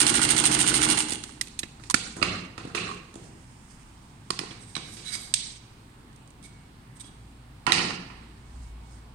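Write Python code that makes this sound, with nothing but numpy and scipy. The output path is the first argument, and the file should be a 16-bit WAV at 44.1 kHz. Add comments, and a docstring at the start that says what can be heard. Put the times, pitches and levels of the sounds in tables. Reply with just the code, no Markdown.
"""A sewing machine stitches on a wooden table, slows and stops: contacts and thumps repeat each shaft turn.
Levers clack, scissors snip and are laid down: noise bursts ring metal, plastic and wood. A spring pings.
Cloth rustles and thread is cut: dense ticks in gusts. A tiled room rings after each blow: decaying noise.
Beneath lie hiss, a wavering low hum with swells and a faint tone. The right port faces the work;
the left one hears the treble later and weaker."""
import sys
import numpy as np
from scipy import signal
from scipy.fft import rfft, irfft, next_fast_len
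from scipy.io import wavfile
from scipy.ndimage import uniform_filter1d

SR = 44100
rng = np.random.default_rng(int(sys.argv[2]) if len(sys.argv) > 2 else 0)


def store_wav(level_fs):
    """Save 16-bit WAV to argv[1]."""
    pcm = np.round(np.clip(np.atleast_2d(level_fs), -1, 1) * 32767)
    wavfile.write(sys.argv[1], SR, pcm.T.astype(np.int16))


N = 403134
T = np.arange(N) / SR

# colour bands of a contact: low_hz, high_hz
BANDS = [(700, 1800), (1800, 3300), (3300, 6000), (6000, 11000), (11000, 15500)]
BAND_FILTERS = [signal.butter(3, edges, "band", fs=SR, output="sos") for edges in BANDS]
# left port over right: freq_hz, level_db
LEFT_OVER_RIGHT = [(300, 0.5), (520, -7), (750, -11), (1300, -14), (2400, -28.5), (4400, -21.5),
                   (8100, -19.5), (15000, -6.5)]
# wooden table modes: freq_hz, width_hz, level_db
TABLE_MODES = [(107, 28, -4), (147.4, 12, -4), (180.6, 23.6, -1), (234.2, 16, -1.5), (275, 30, -4),
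               (325, 42, -1.5), (400, 58, -12), (487, 98, -7), (640, 160, -4)]
# scissor blade modes: freq_hz, width_hz, level_db
BLADE_MODES = [(2260, 220, -9), (3910, 280, -8), (4740, 200, -16), (5960, 120, -9), (8320, 730, -4.5),
               (10900, 66, -8)]


def undb(db):
    """Decibels to amplitude ratio."""
    return 10 ** (np.asarray(db) / 20)


def level(x, db):
    """Scale to an RMS level."""
    return x * undb(db) / np.sqrt(np.mean(x ** 2))


def band(x, lo_hz, hi_hz):
    """Third-order band-pass."""
    return signal.sosfilt(signal.butter(3, [lo_hz, hi_hz], "band", fs=SR, output="sos"), x)


def read(points, hz):
    """Interpolate a table on a log-frequency axis."""
    f, v = np.transpose(points)
    return np.interp(np.log(hz + 1), np.log(f), v)


def colour(x, points, lag_s=0):
    """Shape by (freq_hz, level_db); a lag applies in full to the treble, in part to the bass."""
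    bass_lag_share, split_hz = .55, 480
    size = next_fast_len(x.shape[-1])
    hz = np.arange(size // 2 + 1) * SR / size
    lag_share = bass_lag_share + (1 - bass_lag_share) * hz ** 4 / (hz ** 4 + split_hz ** 4)
    response = undb(read(points, hz)) * np.exp(-2j * np.pi * hz * lag_s * lag_share)
    return irfft(rfft(x, size) * response, size)[..., :x.shape[-1]]


def ring(x, modes, order=1):
    """Resonances of a body; a higher order leaves deeper valleys."""
    out = 0
    for hz, width_hz, db in modes:
        mode = x
        for _ in range(order):
            mode = signal.lfilter(*signal.iirpeak(hz, hz / width_hz / order, SR), mode)
        out = out + undb(db) * mode
    return out


def walk(rate_hz, size=N):
    """Slow smoothed random drift, spread near 1."""
    k = int(SR / rate_hz)
    steps = np.repeat(rng.standard_normal(size // k + 1), k)
    return 1.3 * uniform_filter1d(uniform_filter1d(steps, k), k)[:size]


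def burst(contact_ms, size=5000, rise_ms=0.69):
    """Noise of a contact: quick rise, then a decay to 1/e in a third of the contact time."""
    ms = np.arange(size) * 1000 / SR
    decay = np.exp(-ms * 3 / max(contact_ms, 1))
    return rng.standard_normal(size) * decay * (1 - np.exp(-ms / rise_ms))


def tint(x, bands_db):
    """Give each band its own level, evened for bandwidth."""
    out = 0
    for db, (lo_hz, hi_hz), sos in zip(bands_db, BANDS, BAND_FILTERS):
        out = out + undb(db) * np.sqrt(SR / 2 / (hi_hz - lo_hz)) * signal.sosfilt(sos, x)
    return out


def apart(hz):
    """Mixing matrix for two noises, alike in the bass and unrelated in the treble."""
    share = np.clip(0.024 + (hz / 600) ** 2, 0, 1)
    return np.array([[np.sqrt(1 - share), np.sqrt(share)], [1, 0]])


def swell(start_s, top_s, end_s, db, bend):
    """A gesture grows from nothing to its top and dies away."""
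    out, span = np.zeros(N), slice(max(int(start_s * SR), 0), int(end_s * SR))
    out[span] = undb(db) * np.interp(T[span], [start_s, top_s, end_s], [0, 1, 0]) ** bend
    return out


def floor():
    """Steady room noise in half-octave bands, each wavering on its own."""
    # freq_hz, density_db (relative)
    floor_shape = [(41, -48.5), (70, -9.5), (118, 3), (169, -6.5), (236, -4.5), (339, -12), (544, -21),
                   (914, -13.5), (1370, -19.5), (2250, -21.5), (4530, -27.5), (6210, -35), (8710, -27.5),
                   (10700, -40), (15300, -43.5)]
    floor_db, waver_db = -50, 1.1
    out = 0
    for hz in 85 * 2 ** np.arange(0, 7.6, .5):
        waver = undb(waver_db * walk(9.4))
        out = out + waver * (apart(hz) @ band(rng.standard_normal((2, N)), hz / 1.213, hz * 1.178))
    out = level(colour(out, floor_shape), floor_db)
    out[0] = colour(out[0], [(hz, 0.2 * db) for hz, db in LEFT_OVER_RIGHT])
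    return out


def hum():
    """A low tone of wandering pitch with narrow noise, in swells, over a deeper noise rumble."""
    # start_s, top_s, end_s, level_db
    hum_swells = [(-.3, 0.804, 1.35, -47), (1.2, 2.26, 2.8, -57), (6.97, 7.2, 9.2, -56),
                  (8.0, 8.142, 9.1, -54.5), (8.36, 8.61, 9.7, -41)]
    hum_hz, wander_hz, steady_db, rumble_db = 56.3, 2.4, -58, -62
    deep = apart(40) @ rng.standard_normal((2, N))
    tone = 1.4 * np.sin(2 * np.pi * np.cumsum(hum_hz + wander_hz * walk(12)) / SR)
    body = tone + level(band(deep, 42, 60), -8.0)
    gain = undb(steady_db) + sum(swell(*rise, bend=3.0) for rise in hum_swells)
    return body * gain + level(band(deep, 16, 44), rumble_db)


def whistle():
    """Faint thin sine tones of wavering level with softened ends."""
    # start_s, end_s, pitch_hz, level_db
    whistles = [(6.434, 6.66, 2230, -65), (8.404, 9.054, 2220, -71)]
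    out = 0
    for start_s, end_s, hz, db in whistles:
        gate = uniform_filter1d(1. * ((T > start_s) & (T < end_s)), 1500)
        out = out + undb(db + 2 * walk(25)) * gate * np.sin(2 * np.pi * hz * T)
    return out


def room(x):
    """Hard walls: a dense tail per port, duller with time, stepping down after strong early echoes."""
    # freq_hz, t60_s (before the step down)
    room_t60 = [(150, 2), (1000, 1.14), (3000, 1.21), (8000, 0.81), (12000, 0.18)]
    knee_s, onset_s, echo_grain_db = 0.29, 0.003, 2.2
    t, tail = T[:SR], 0
    for hz in 90 * 2 ** np.arange(0, 7.3, .5):
        fall_db = -60 * t / read(room_t60, hz) - np.minimum(8 * (t / knee_s) ** 3, 9)
        fall_db = fall_db + echo_grain_db * walk(92.8, size=SR)  # single echoes stand out of the wash
        tail = tail + apart(hz) @ band(rng.standard_normal((2, SR)), hz / 1.24, hz * 1.174) * undb(fall_db)
    tail = tail * np.clip(t / onset_s, 0, 1)
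    tail[0] = colour(tail[0], [(hz, 0.29 * db) for hz, db in LEFT_OVER_RIGHT])
    return signal.fftconvolve(x[None], tail / np.sqrt(np.sum(tail[1] ** 2)), axes=1)[:, :N]


def fibre_ticks():
    """Slipping fibres: dense tiny ticks of uneven strength."""
    grain_db = 2.1
    return rng.standard_normal(N) * undb(grain_db * rng.exponential(size=N) + 1.5 * walk(60))


def cloth(ticks):
    """Cloth dragged and handled: fibre ticks in gusts, treble and middle mixed per gesture."""
    # start_s, top_s, end_s, treble_db, middle_over_treble_db
    rustles = [(1.0, 1.284, 1.55, -55, 5), (1.7, 1.87, 1.93, -53, -8), (2.8, 3.176, 8.2, -60, 9),
               (3.2, 3.26, 3.34, -55, 0), (3.69, 3.712, 3.8, -58, 0), (4.5, 4.99, 5.4, -53, -4),
               (4.98, 5.15, 5.19, -44, 13.5), (8.2, 8.63, 8.8, -58, 0), (8.75, 8.93, 9.1, -56, 0)]
    treble, middle = level(band(ticks, 4140, 9370), -7.5), level(band(ticks, 1400, 6800), -19)
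    return sum(swell(*move, bend=1.84) * (treble + undb(middle_db) * middle)
               for *move, middle_db in rustles)


def cutting(ticks):
    """Blades slide through thread: fibre ticks ring the steel, one note above the rest."""
    # start_s, top_s, end_s, level_db, note_hz, note_over_slide_db
    cuts = [(4.544, 4.7, 4.8, -59, 8100, 0), (4.8, 4.97, 5.06, -56, 11000, 2),
            (5.03, 5.09, 5.14, -54, 3950, 7), (5.09, 5.14, 5.18, -48, 4850, 1),
            (5.07, 5.15, 5.2, -58, 2250, 6), (5.05, 5.13, 5.2, -58, 11000, 6),
            (5.15, 5.24, 5.35, -53, 11000, 1), (6.42, 6.45, 6.5, -58, 2240, -6),
            (6.95, 6.966, 6.985, -65, 8400, 3), (6.993, 7.009, 7.026, -47, 8300, -8),
            (7.03, 7.045, 7.11, -61, 3350, -3)]
    hiss_db, note_width_share = -5, .015
    scrape = ticks * undb(3.0 * walk(40))
    steel = level(ring(scrape, BLADE_MODES), -2.0) + level(band(scrape, 2800, 11500), hiss_db)
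    out = 0
    for *cut, hz, db in cuts:
        note = level(ring(scrape, [(hz, note_width_share * hz, 0)]), db)
        out = out + swell(*cut, bend=1.3) * (steel + note)
    return out


def spring():
    """A small steel spring pings as a lever snaps: one thin high mode, wavering as it dies away."""
    # start_s, level_db
    spring_pings = [(1.412, -40), (1.592, -45)]
    pitch_hz, t60_s = 12850, .2
    pings = sum(undb(db - 60 * np.minimum(np.abs(T - s), 1) / t60_s) * (T > s) for s, db in spring_pings)
    return pings * undb(3.0 * walk(150)) * np.sin(2 * np.pi * pitch_hz * T)


def blows(table, modes, colour_db, crack_db, wood):
    """Blow hardness tilts the object's colour; part, body and table ring. Returns direct and room feed."""
    # place of each band on the colour slope, octaves; the lowest band follows the knock
    band_octaves = np.array([0, -.45, .45, 1.3, 1.3])
    crack_db_per_slope = 0.785  # a brighter contact cracks more
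    note_width_hz, note_room_db = 95, -10.5
    thump_late_s, push_samples = .004, 60
    soft = np.r_[np.zeros(int(thump_late_s * SR)), np.hanning(push_samples)]
    out = np.zeros((2, N))
    for s, db, slope_db, knock_db, ms, thump_db, room_db, *notes in table:
        near = burst(ms)
        # the room feed is an impulse of the burst's energy, at the room level
        far = np.linalg.norm(near) * undb(room_db) * (np.arange(len(near)) == 0)
        crack = tint(np.array([near, far]), colour_db + slope_db * band_octaves + knock_db * (band_octaves == 0))
        bare = undb(crack_db + crack_db_per_slope * slope_db) * crack
        body = undb(1.0) * ring(crack, modes, order=2)
        # one soft push into the wood
        push = signal.lfilter(soft / soft.sum(), 1, far) * np.array([[undb(-room_db)], [1]])
        thump = undb(thump_db) * ring(push, wood)
        tap = far * np.array([[undb(-room_db)], [undb(note_room_db)]])
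        tap = tap * np.sqrt(SR / (2 * np.pi) / note_width_hz)
        note_modes = [(hz, note_width_hz, note_db) for hz, note_db in zip(notes[::2], notes[1::2])]
        own = ring(tap, note_modes, order=2)
        i = int(s * SR)
        out[:, i:i + len(near)] += undb(db) * (bare + own + body + thump)
    return out


def laying_down():
    """Scissors laid down: blows that ring the plastic handles and the table."""
    # start_s, level_db, slope_db_per_octave, knock_db, contact_ms, thump_over_level_db, room_over_level_db,
    # then note_hz, note_db pairs of the struck part
    laid_blows = [(4.304, -14, 7.5, -3, 5.45, 4, -9, 350, -11, 1800, -14, 2950, -17, 1077, -6, 4350, -10),
                  (4.39, -15, 8, -8, 5, 4, -9.5, 3050, -13, 5230, -10),
                  (4.397, -28, 0, 0, 8, 5, -5, 1100, -12), (4.413, -30, 0, 0, 8, 7, -5, 340, -3),
                  (4.435, -31, 0, 3, 8, 5, -5, 350, -3, 1100, -6),
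                  (7.666, -12.5, 3.5, 2, 8, -4, -2.5, 990, -6, 2200, -11, 2720, -10),
                  (7.674, -17, -13, 7, 12, 9, 1, 850, -8, 1000, -6, 1370, -8),
                  (7.695, -24, -6, 5, 10, 9, 0, 950, -3),
                  (7.72, 1, 4, -19, 4.5, -8, -2, 1916, -13, 2713, -17, 3900, -13),
                  (7.729, -14, 0, -5, 6, 0, -5, 3800, -11, 1300, -8),
                  (7.779, -17, 0, -0.5, 9.3, 9, 0, 1884, -9, 2315, -9),
                  (7.79, -18, 0, 0, 9, 9, -3, 1370, -10),
                  (7.905, -22, 0, 0, 12, -4, -4, 1335, -11, 1900, -12),
                  (8.1, -40, -4, 5, 20, 0, 0, 1300, -10)]
    # plastic handle modes: freq_hz, width_hz, level_db
    handle_modes = [(1010, 480, 1), (1370, 160, -4), (1920, 360, 4), (2480, 500, 2), (4150, 700, -6.5),
                    (4850, 720, -12)]
    # plain contact: level_db per band
    handle_colour = (-14.5, -14, -12, -19, -50)
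    return blows(laid_blows, handle_modes, handle_colour, -4.5, TABLE_MODES[1:])


def snips():
    """Scissor contacts: blows that ring the blades and the table."""
    # start_s, level_db, slope_db_per_octave, knock_db, contact_ms, thump_over_level_db, room_over_level_db,
    # then note_hz, note_db pairs of the struck part
    scissor_blows = [(4.508, -27.5, -9, 7, 35, -1, -4, 3350, -20),
                     (4.752, -13.5, -6, 2, 12, -27, -10, 2455, -20, 4005, -14),
                     (4.764, -12.5, -6, 4, 12.6, -4, -6.5, 1100, -22, 3900, -21),
                     (4.777, -21, -4.5, 8, 7.1, 3, -5), (4.968, -32.5, -4, 0, 12, -2, 6.5),
                     (5.138, -38, 3, 0, 12, 0, -5, 4850, -12),
                     (5.152, -28, 5, 8, 8.4, 3, -2.5, 2500, -12, 8470, -8),
                     (5.339, -6.5, 3, -34, 8, -42, -8.5, 6500, -15, 8410, -10),
                     (6.128, -54, 3.5, 4, 11, 2.5, -12), (6.16, -60, 10.5, .1, 10.2, 5, -10),
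                     (6.274, -54, 6, 3, 11, 1.1, -14), (6.304, -61, 11, 8, 9.3, 3, -15),
                     (6.426, -50, 4, 1, 10.5, 6, 3), (6.439, -55, 8, -1.1, 11, 9, -3),
                     (6.455, -57.5, 11, -4, 15, .1, -28), (6.966, -59, 8.5, 17, 8.5, .1, 0),
                     (6.997, -46, 4, -1, 12, -7, -9), (7.021, -56, 10, 0, 6, 0, -15),
                     (7.042, -38, -6, 5, 14, 6, -8), (7.09, -49, -6, 5, 12, 14, -13)]
    # plain contact: level_db per band
    blade_colour = (-23.5, -17, -10, -12, -35)
    return blows(scissor_blows, BLADE_MODES, blade_colour, -3, TABLE_MODES[2:])


def levers():
    """Machine levers clack: blows that ring the cast arm and all modes of the table."""
    # start_s, level_db, slope_db_per_octave, knock_db, contact_ms, thump_over_level_db, room_over_level_db,
    # then note_hz, note_db pairs of the struck part
    lever_blows = [(1.095, -21, 3, -1, 9.2, 1, -21), (1.12, -22, 3, -23, 30, 4, -17),
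                   (1.237, -23, 3.5, -6, 11, -7, -15), (1.292, -39, 2, 8.5, 14, -5.5, -11),
                   (1.411, -12.5, 2.5, -13, 12, -19.5, -17, 1970, -17, 5090, -16, 12900, -23),
                   (1.471, -26.5, 0.5, -14, 7, -2, -22, 1970, -20), (1.482, -30, 2, -14, 5, -5, -22),
                   (1.59, -21, 6, -18, 15, -18, -19.5, 4110, -12, 12900, -15),
                   (1.631, -18.5, -4, -5, 18, -1, -14.5, 1790, -16, 3890, -16),
                   (1.796, -43, -1.5, 6, 23, 6, -5), (1.836, -28, -3.5, -5, 14, -6, -7),
                   (1.899, -14.5, 4.5, -10, 9, -17, -30, 1010, -10),
                   (1.907, -20, 4.5, -8, 16, -14, -30, 1010, -8, 12900, -20),
                   (1.942, -5, 2, -3, 12, -4, -10, 270, -18, 1400, -11, 1750, -13, 2315, -14, 4565, -17),
                   (2.165, -38, 6, 11.5, 8.1, 22.5, 3.5), (2.215, -16, -10, 4.5, 22, 5, -1.1),
                   (2.226, -3.5, -5, 0, 12, -8, -2, 620, -19, 1170, -16, 2250, -17, 2690, -16, 4200, -18, 4800, -19),
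                   (2.578, -18.5, -4.5, 5.5, 7.9, 2, -1, 1090, -20, 2050, -22),
                   (2.651, -44.5, 2, -6, 22, 22, -7, 300, 8), (2.674, -43, 3.5, 9, 6, 20, 4, 280, 11),
                   (2.748, -19, -2.5, 2, 22, -4, 4.5, 400, -14, 620, -19, 1150, -15, 2000, -16, 2660, -13, 4150, -17),
                   (2.776, -18.5, -12, -22.5, 27, -9, 1.5, 2400, -16),
                   (2.89, -38, 0, 5, 18, -5, -3, 1110, 4), (2.901, -40, 0, 0, 12, -5, -3, 1110, 6),
                   (2.913, -38, .1, 5, 21, -5, -3.5, 1110, 5), (2.945, -39, 6, 0, 5, 0, -12),
                   (3.14, -41, 5, 5, 8, 17, -8), (3.155, -36, 6, 7, 5, 24, -2.5)]
    # cast arm modes: freq_hz, width_hz, level_db
    arm_modes = [(1310, 220, -9.5), (2040, 460, -10.5), (2575, 290, -6.5), (4100, 700, -11),
                 (7100, 470, -22), (8400, 150, -24)]
    # plain contact: level_db per band
    arm_colour = (-17, -16, -13, -11.5, -37)
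    return blows(lever_blows, arm_modes, arm_colour, -4, TABLE_MODES)


def machine():
    """Each shaft turn repeats its contacts, jittered in time and level, and thumps, jittered in level."""
    # stitching levels: time_s, rattle_db, thump_db
    run_levels = [(0, -27.5, -40), (.5, -29, -42), (.93, -28.5, -40), (1.002, -31, -52.5), (1.06, -44, -52),
                  (1.15, -38, -51), (1.2, -60, -56), (1.348, -56, -67)]
    # shaft speed: time_s, stitches_per_s
    shaft_speed = [(0, 13.36), (.89, 13.36), (.99, 9.5), (1.35, 4)]
    # contacts in a turn: turn_share, level_db, slope_db_per_octave, contact_ms
    turn_contacts = [(.862, 3, 1, 22), (.93, -1.5, -1, 13), (0.025, 6, 3.5, 8), (0.081, 3.5, 4.5, 7.9),
                     (.131, 0.5, 1, 13.8), (.17, 5.5, 2, 8), (0.245, 7, 4.5, 4), (.29, 3, 2, 7),
                     (.339, 2, 3, 8.9), (.40, 2, 1, 8), (.479, -7, -4, 9.4), (.555, -7.5, -6, 17),
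                     (.691, -15, -6.5, 17)]
    # thumps into the table in a turn: turn_share, level_db
    turn_thumps = [(.76, 3), (.46, 0), (.58, 2), (.68, -1), (.93, -5), (.27, 0)]
    # place of each band on a contact's slope: octaves
    turn_octaves = np.array([-1.5, -.45, .45, 1.3])
    # bobbin hook and feed part modes: freq_hz, width_hz, level_db
    hook_modes = [(842, 260, -2), (1450, 160, -5), (2116, 300, -1.5), (2770, 360, -.5), (4190, 240, -4.5),
                  (6400, 200, -21), (8620, 400, 0), (9050, 300, 1)]
    # machine bed modes: freq_hz, width_hz, level_db
    bed_modes = [(82.4, 30, -14.5), (132.3, 20, -6.5), (184, 29, -6), (243.2, 30, -1.5), (275, 30, -6),
                 (305, 22, .5), (335, 14, -8), (400, 70, -13), (600, 160, -13)]
    scatter_db, slip_turns = 1.5, 0.0053
    chatter_db, chatter_hz = 2.2, 900  # loose parts chatter within each contact
    run_samples = int(1.4 * SR)
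    s, *columns = np.transpose(run_levels)
    rattle_db, thump_db = (np.interp(T[:run_samples], s, c) for c in columns)
    turns = np.cumsum(np.interp(T, *np.transpose(shaft_speed))) / SR
    metal, wood = np.zeros((4, N)), np.zeros(N)
    for k in range(17):
        for share, db, slope_db, ms in turn_contacts:
            slip, size = rng.standard_normal(2)
            i = int(SR * np.interp(k + share + slip_turns * slip, turns, T))
            gains = undb(db + slope_db * turn_octaves + scatter_db * size)
            metal[:, i:i + 3000] += gains[:, None] * burst(ms, size=3000, rise_ms=0.5)[:N - i]
        for share, db in turn_thumps:
            wood[int(SR * np.interp(k + share, turns, T))] += undb(db + 2.5 * rng.standard_normal())
    metal = metal[:, :run_samples] * undb(chatter_db * walk(chatter_hz, size=run_samples))
    wood = wood[:run_samples]
    whirr = undb(-12.5) * rng.standard_normal((4, run_samples))  # gears and belt between the contacts
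    rattle = sum(band(metal[k] + whirr[k], *BANDS[k]) for k in range(4))
    rattle = rattle + undb(-12.0) * band(metal[3], *BANDS[4])
    rattle = rattle + undb(3) * ring(rattle, hook_modes)
    thump = ring(wood + undb(-27) * rng.standard_normal(run_samples), bed_modes)
    # table levels are relative to the RMS of the first second
    rattle = rattle * undb(rattle_db) / rattle[:SR].std()
    thump = thump * undb(thump_db) / thump[:SR].std()
    return np.pad(rattle + thump, (0, N - run_samples))


def scene():
    """Direct sound at both ports, the room's answer and the background."""
    # microphone response: freq_hz, level_db
    mic_response = [(420, 4.5), (600, -1), (760, 3), (4500, 5), (6500, 2), (8000, 4.5), (9300, 4.5),
                    (10500, -6), (12500, -10.5), (16000, -18.5)]
    left_lag_s, scatter_ms, scatter_db, work_room_db = 26 / SR, 13, 5, -12
    ticks = fibre_ticks()
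    work = machine() + cloth(ticks) + cutting(ticks) + spring()
    # only the lever blows stir the lowest modes of the table; scissors skip the lowest two, laid-down blows the
    # lowest one
    near, far = levers() + snips() + laying_down()
    near = colour(near + work, mic_response)
    # sound reaches the left port round the hand and off the table
    echo = band(burst(scatter_ms, size=2000), 1500, 16000)
    left = near + undb(scatter_db) * signal.fftconvolve(near, echo / np.linalg.norm(echo))[:N]
    direct = np.array([colour(left, LEFT_OVER_RIGHT, left_lag_s), near])
    reverb = room(colour(far + undb(work_room_db) * work, mic_response))
    return undb(6.0) * (direct + reverb) + floor() + hum() + whistle()


def record(dry):
    """Peaks stop at full scale; the top is cut."""
    top_hz = 15900
    return signal.sosfilt(signal.ellip(8, .2, 70, top_hz, fs=SR, output="sos"), np.clip(dry, -1, 1))


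dry = scene()
out = record(dry)
store_wav(out)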